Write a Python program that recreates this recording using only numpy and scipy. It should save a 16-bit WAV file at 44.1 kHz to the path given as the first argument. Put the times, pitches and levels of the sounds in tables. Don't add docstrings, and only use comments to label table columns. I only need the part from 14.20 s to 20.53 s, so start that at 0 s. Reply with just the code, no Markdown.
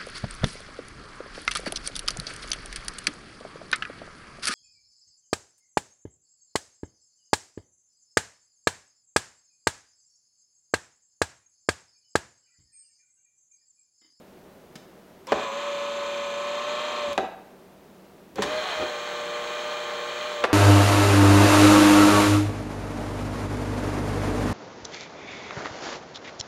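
import sys
import numpy as np
from scipy import signal
from scipy.fft import rfft, irfft
from scipy.io import wavfile
from scipy.ndimage import map_coordinates

SR = 44100
rng = np.random.default_rng(int(sys.argv[2]) if len(sys.argv) > 2 else 0)


def persist_wave(psi):
    counts = np.round(np.clip(psi, -1, 1) * 32767).astype(np.int16)
    wavfile.write(sys.argv[1], SR, np.atleast_2d(counts).T)


N = 279153
T = np.arange(N) / SR
HZ = np.fft.rfftfreq(N, 1 / SR)
OUT, BACK = 0, 1
MESH = 5


def amp(db):
    return 10 ** (np.asarray(db) / 20)


def unit(x):
    return x / np.sqrt(np.mean(x ** 2) + 1e-20)


def curve_at(points, hz):
    f, value = np.transpose(points)
    return np.interp(np.log(hz + 1), np.log(f + 1), value)


def bell(hz, centre, width):
    return 1 / (1 + ((hz - centre) / (width / 2)) ** 2)


def colour(x, gain):
    return irfft(rfft(x) * gain, N)


def noise(gain):
    return unit(colour(rng.standard_normal(N), gain))


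def drift(rate_hz):
    return noise(1 / (1 + (HZ / rate_hz) ** 4))


def impulse(db):
    log_gain = np.log(amp(np.r_[db, db[-2:0:-1]]))
    return np.fft.ifft(np.exp(np.conj(signal.hilbert(log_gain)))).real[:len(db) - 1]


def room_tone():
    # f/Hz, relative level/dB
    air_eq = [(25, -19), (82, -9.5), (123, -13.5), (150, -6.5), (194, -1.5), (310, -5.5), (382, 1),
              (440, -8), (620, -5), (800, -11), (2330, -22), (5000, -28), (9000, -32.5), (15800, -31.5)]
    # f/Hz, relative level/dB
    hum_lines = [(150.7, -66), (188.4, -60), (393.0, -70), (473.7, -61.5)]
    air = noise(amp(curve_at(air_eq, HZ)))
    hum = sum(amp(db) * np.sqrt(2) * np.sin(2 * np.pi * hz * T + 0.76 * drift(1.2))
              for hz, db in hum_lines)
    return amp(-51.5) * air + amp(-3) * hum


def blows(hits, body_eq, ring, size=4096):
    # f/Hz, relative level/dB, t60/s
    frame_modes = [(372, -6, .08), (560, -3, .07), (765, 0, .1), (1030, -7, .05), (1308, -9, .07),
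                   (1600, -6, .06), (1750, -7, .06), (2444, -13, .07)]
    out, t = np.zeros(N), np.arange(2 * size) / SR
    hz = np.fft.rfftfreq(size, 1 / SR)
    octaves = np.log2(np.clip(hz, 200, 8000) / 1000)
    frame = sum(amp(db - 60 * t / t60) * np.cos(2 * np.pi * f * t) for f, db, t60 in frame_modes)
    midrange = signal.butter(2, [300, 2800], "bandpass", fs=SR)
    body = np.pad(impulse(curve_at(body_eq, hz)), (0, len(t) - size // 2))
    response = unit(body) + ring * unit(signal.lfilter(*midrange, frame))
    for s, db, tilt, chatter_s, pitch, boost_db in hits:
        chatter = (1 - np.exp(-t / 0.000059)) * np.exp(-(t / chatter_s) ** 1.21)
        contact = 0.26 * rng.standard_normal(len(t)) * chatter
        contact[0] += 1
        struck_part = impulse(boost_db * bell(hz, pitch, 0.24 * pitch) + tilt * octaves)
        hit = signal.fftconvolve(signal.fftconvolve(contact, struck_part), response)[:len(t)]
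        attack_rms = np.sqrt(np.mean(hit[:SR // 50] ** 2))
        slot = out[round(s * SR):][:len(hit)]
        slot += amp(db) * hit[:len(slot)] / attack_rms
    return out


def switch_ticks():
    # t/s, attack level/dB, tilt/(dB/octave), chatter/s, part f/Hz, part boost/dB
    hits = [(0.5555, -42.5, -2.5, 0.0099, 3530, 1), (1.0703, -49.5, 11, 0.0041, 5040, 16),
            (2.931, -46, 0, 0.0023, 6455, -7), (4.1578, -49, 1, 0.0039, 1495, 8)]
    # f/Hz, relative level/dB
    body_eq = [(40, -36), (200, 2), (800, -18), (1800, -5), (3500, -4.5), (4600, -6), (5600, -2.5),
               (6500, -8), (9000, -15), (15000, -21)]
    return blows(hits, body_eq, ring=0.15)


def gear_whine(turns, way, flutter, low_db, middle_db):
    # multiple of shaft speed, relative level out/dB, relative level back/dB
    partials = [(2, -21, -30), (3, -29, -19), (4, -26, -10), (5, 0, 0), (7, -27, -18), (8, -18, -26),
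                (9, -8, -10), (9.5, -16, -33), (10, -10, -9), (11, -20, -20), (11.25, -18, -24),
                (13, -23, -16), (15, -23, -20), (16, -24, -21), (17, -30, -23), (20, -22, -18),
                (21.25, -17, -38), (23, -21, -23), (25, -23, -21), (28, -22, -26)]
    out = np.zeros(N)
    shakes = [drift(30) for _ in range(6)]
    low, middle = amp(low_db), amp(middle_db)
    for multiple, *levels_db in partials:
        gain = low if multiple <= MESH else middle if multiple < 12 else 1
        swell, lag = (np.roll(shakes[i], rng.integers(N)) for i in rng.permutation(6)[:2])
        cycles = multiple * (turns + 0.003 * lag) + rng.random()
        out += amp(levels_db[way]) * gain * (1 + flutter * swell) * np.sin(2 * np.pi * cycles)
    return out


def gear_rattle(turns, housing_eq, repeat, bite=0.45, grit_db=1.2):
    # f/Hz, width/Hz, boost/dB
    panels = [(1514, 125, 3), (1762, 125, 4), (2040, 43, 10), (2120, 21, 6.5), (2420, 135, 10.5),
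              (2560, 11, 11.5), (2930, 20, 6), (3165, 150, 8), (4170, 51, 9.5)]
    surface = rng.standard_normal(1536)
    position = (turns / 4 % 1) * len(surface)
    wheel = map_coordinates(surface, [position], order=3, mode="grid-wrap")
    scrape = np.sqrt(repeat) * unit(wheel) + np.sqrt(1 - repeat) * rng.standard_normal(N)
    teeth = MESH * turns
    force = amp(grit_db * rng.standard_normal(N))[teeth.astype(int)]
    scrape *= force * (1 + bite * np.cos(2 * np.pi * teeth))
    gain = amp(curve_at(housing_eq, HZ) + sum(db * bell(HZ, hz, width) for hz, width, db in panels))
    gain *= HZ ** 2 / (HZ ** 2 + 150 ** 2)
    presence = (HZ > 1400) & (HZ < 4500)
    return colour(unit(scrape), gain / np.sqrt(np.mean((gain * presence) ** 2)))


def brush_hiss(turns, way):
    # f/Hz, width/Hz, relative level out/dB, relative level back/dB
    resonances = [(5980, 90, -5, -9), (6270, 130, 0, -2), (6550, 200, -6, 0), (6820, 70, 0, -6),
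                  (7020, 60, -6, -14), (7240, 150, -3, -3), (7540, 200, -6, -6), (7850, 200, -10, -11),
                  (15550, 400, -35, -16)]
    power = sum(amp(levels_db[way]) ** 2 * bell(HZ, hz, width) ** 1.74
                for hz, width, *levels_db in resonances)
    return noise(np.sqrt(power)) * (1 + 0.22 * np.cos(2 * np.pi * turns))


def counter_rumble(thump_db=0):
    # f/Hz, relative level/dB
    rumble_eq = [(25, -21), (75, -9), (115, -6.5), (200, -1), (300, 2.5), (450, -2.5), (2000, -70)]
    return noise(amp(curve_at(rumble_eq, HZ) + thump_db * bell(HZ, centre=80.5, width=46)))


def whistle(speed, turns, multiple=90):
    nearness = bell(multiple * speed, centre=10380, width=160)
    return amp(-68.5) * nearness * np.sin(2 * np.pi * multiple * turns + 0.92 * drift(60))


def motor_run(way, speeds, housing_eq, start_s, stop_s, crest_s, whine_db, middle_db, middle_db_per_s,
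              rattle_db, rumble_db, brush_db, repeat, flutter):
    # t/s, half length/s, depth/dB
    dips = [(1.17, 0.14, 10), (1.416, 0.024, 5.5), (2.268, 0.037, 3.5), (2.436, .05, 7), (4.488, 0.06, 29),
            (4.855, 0.12, 2.5), (5.97, 0.08, 1.5)]
    age = np.clip(T - start_s, 0, stop_s - start_s)
    starting = np.exp(-age / 0.03)
    coast_s = np.clip(T - stop_s, 0, 0.2)
    working_hz = np.interp(T, *np.transpose(speeds))
    speed = working_hz * (1 - 0.13 * starting) - 200 * coast_s
    turns = np.cumsum(speed * (1 + 0.0012 * drift(8))) / SR
    envelope = (T > start_s) * amp(-11 * starting - 387 * coast_s)
    dip_db = sum(depth * np.exp(-((T - s) / length) ** 2) for s, length, depth in dips)
    low_db = 0.14 * drift(9.4) - dip_db
    sway_db = 2.5 * np.cos(2 * np.pi * (turns - np.interp(crest_s, T, turns)) / 21.4)
    travel_db = middle_db_per_s * (age - (stop_s - start_s) / 2)
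    whine = gear_whine(turns, way, flutter, low_db, middle_db + sway_db + travel_db)
    rattle = gear_rattle(turns, housing_eq, repeat)
    hiss = brush_hiss(turns, way)
    excess_hz = working_hz - 118
    gears = amp(whine_db + 0.22 * excess_hz) * whine + amp(rattle_db + 0.6656 * excess_hz) * rattle
    rumble = amp(rumble_db) * counter_rumble()
    return envelope * (gears + rumble + amp(brush_db) * hiss + whistle(speed, turns))


def run_out():
    # t/s, f/Hz
    speeds = [(1.18, 113.9), (1.218, 116.8), (1.302, 109.2), (1.38, 114.9), (2.154, 114.6), (2.626, 120),
              (2.812, 118.7), (2.886, 115.4), (2.94, 115.9)]
    # f/Hz, relative level/dB
    housing_eq = [(200, -11), (360, 2), (560, 3), (850, 4.5), (1200, 4.5), (1600, -1), (2700, -5.5),
                  (3500, 1), (4300, -6), (4800, -13), (8700, -26.5), (15500, -40.5)]
    return motor_run(OUT, speeds, housing_eq, start_s=1.07, stop_s=2.925, crest_s=1.474,
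                     whine_db=-28.2, middle_db=-1.1, middle_db_per_s=-1.5,
                     rattle_db=-37.5, rumble_db=-61, brush_db=-51.5, repeat=0.65, flutter=0.09)


def mechanism_clacks():
    # t/s, attack level/dB, tilt/(dB/octave), chatter/s, part f/Hz, part boost/dB
    hits = [(1.1208, -19, -0.5, 0.0078, 1580, 2), (1.1255, -23, -5.5, 0.0087, 360, 2.5),
            (2.9778, -23, 1.5, 0.0057, 1710, 5.5), (2.983, -24, -4.5, 0.017, 725, 5),
            (3.027, -37, -10, 0.01, 1720, 6), (4.184, -29.5, -3, 0.011, 203, 23),
            (4.189, -26, -1.5, 0.009, 416, 26), (4.2212, -25.5, 6.5, 0.018, 990, 9),
            (4.598, -32.5, -1, 0.03, 363, 15), (4.622, -31.5, -4, 0.011, 450, -2),
            (6.2395, -23, 0.5, 0.0047, 1470, 0), (6.2435, -20, -1.7, 0.0049, 558.6, 2),
            (6.25, -28.5, 2, 0.0085, 393.3, 15)]
    # f/Hz, relative level/dB
    body_eq = [(40, -56), (75, -14), (115, -31), (200, -6), (300, -6), (390, 1.5), (550, 1.5), (770, 1),
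               (1000, -1.5), (1700, -2.5), (2400, -11), (4000, -15.5), (8500, -32.5), (15000, -52)]
    return blows(hits, body_eq, ring=0.26)


def shudders(rise_s=0.019):
    # t/s, level/dB, fade/s, thump boost/dB
    jolts = [(1.14, -38, 0.064, -12), (2.89, -46, 0.08, 11), (4.2, -33.5, .11, 2.5),
             (4.61, -42.5, 0.051, 14), (6.24, -42, 0.069, 9)]
    return sum(amp(db) * counter_rumble(thump_db) * np.exp(-np.maximum((s - T) / rise_s, (T - s) / fade))
               for s, db, fade, thump_db in jolts)


def run_back():
    # t/s, f/Hz
    speeds = [(4.22, 115.1), (4.33, 123.9), (4.53, 124.9), (4.63, 122.8), (4.72, 119.2), (5.1, 118.7),
              (5.4, 120.4), (5.85, 119.2), (6.09, 121.1), (6.21, 117.7)]
    # f/Hz, relative level/dB
    housing_eq = [(200, -22), (380, 1.5), (600, 4.5), (850, 5.5), (1200, 4), (1700, 1), (2700, -5.5),
                  (3300, 1), (4400, -2.5), (4850, -15.5), (5500, -11.5), (9000, -24), (15500, -36)]
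    return motor_run(BACK, speeds, housing_eq, start_s=4.157, stop_s=6.24, crest_s=5.52,
                     whine_db=-31, middle_db=-2, middle_db_per_s=1.4,
                     rattle_db=-38.5, rumble_db=-61.5, brush_db=-52, repeat=0.3, flutter=0.12)


def slide_moan():
    # t/s, f/Hz, level/dB
    contour = [(4.41, 730, -52), (4.45, 750, -36), (4.49, 740, -33.5), (4.515, 705, -34), (4.55, 670, -50)]
    s, hz, db = np.transpose(contour)
    phase = 2 * np.pi * np.cumsum(np.interp(T, s, hz) + 28 * drift(44.2)) / SR
    tone = (1 + 0.41 * drift(70)) * np.sin(phase)
    overtone = amp(-7) * drift(36) * np.sin(1.4 * phase)
    return amp(np.interp(T, s, db)) * (tone + overtone) * (T > s[0]) * (T < s[-1])


def kitchen_reverb(send, predelay_s=0.011, taps_per_s=3000):
    # f/Hz, t60/s
    decay = [(200, 0.35), (600, 0.73), (1400, 0.69), (3700, 0.53), (10000, 0.33)]
    taps = rng.standard_normal(SR) * (rng.random(SR) < taps_per_s / SR) * (T[:SR] > predelay_s)
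    hz, t, bands = signal.stft(taps, SR, nperseg=256)
    fade = amp(-60 * t / curve_at(decay, hz)[:, None])
    tail = signal.istft(bands * fade, SR, nperseg=256)[1]
    return signal.fftconvolve(send, tail / np.linalg.norm(tail))[:N]


def scene():
    machine = run_out() + run_back() + slide_moan() + shudders()
    clacks = mechanism_clacks()
    ticks = switch_ticks()
    reverb = kitchen_reverb(amp(-15) * machine + amp(-9.5) * clacks + amp(-7.5) * ticks)
    return (machine + clacks + ticks + reverb + room_tone())[None]


def record(dry):
    high_cut = signal.firwin(511, 15950, window=("kaiser", 9), fs=SR)
    return signal.oaconvolve(dry, high_cut[None], "same")


dry = scene()
out = record(dry)
persist_wave(out)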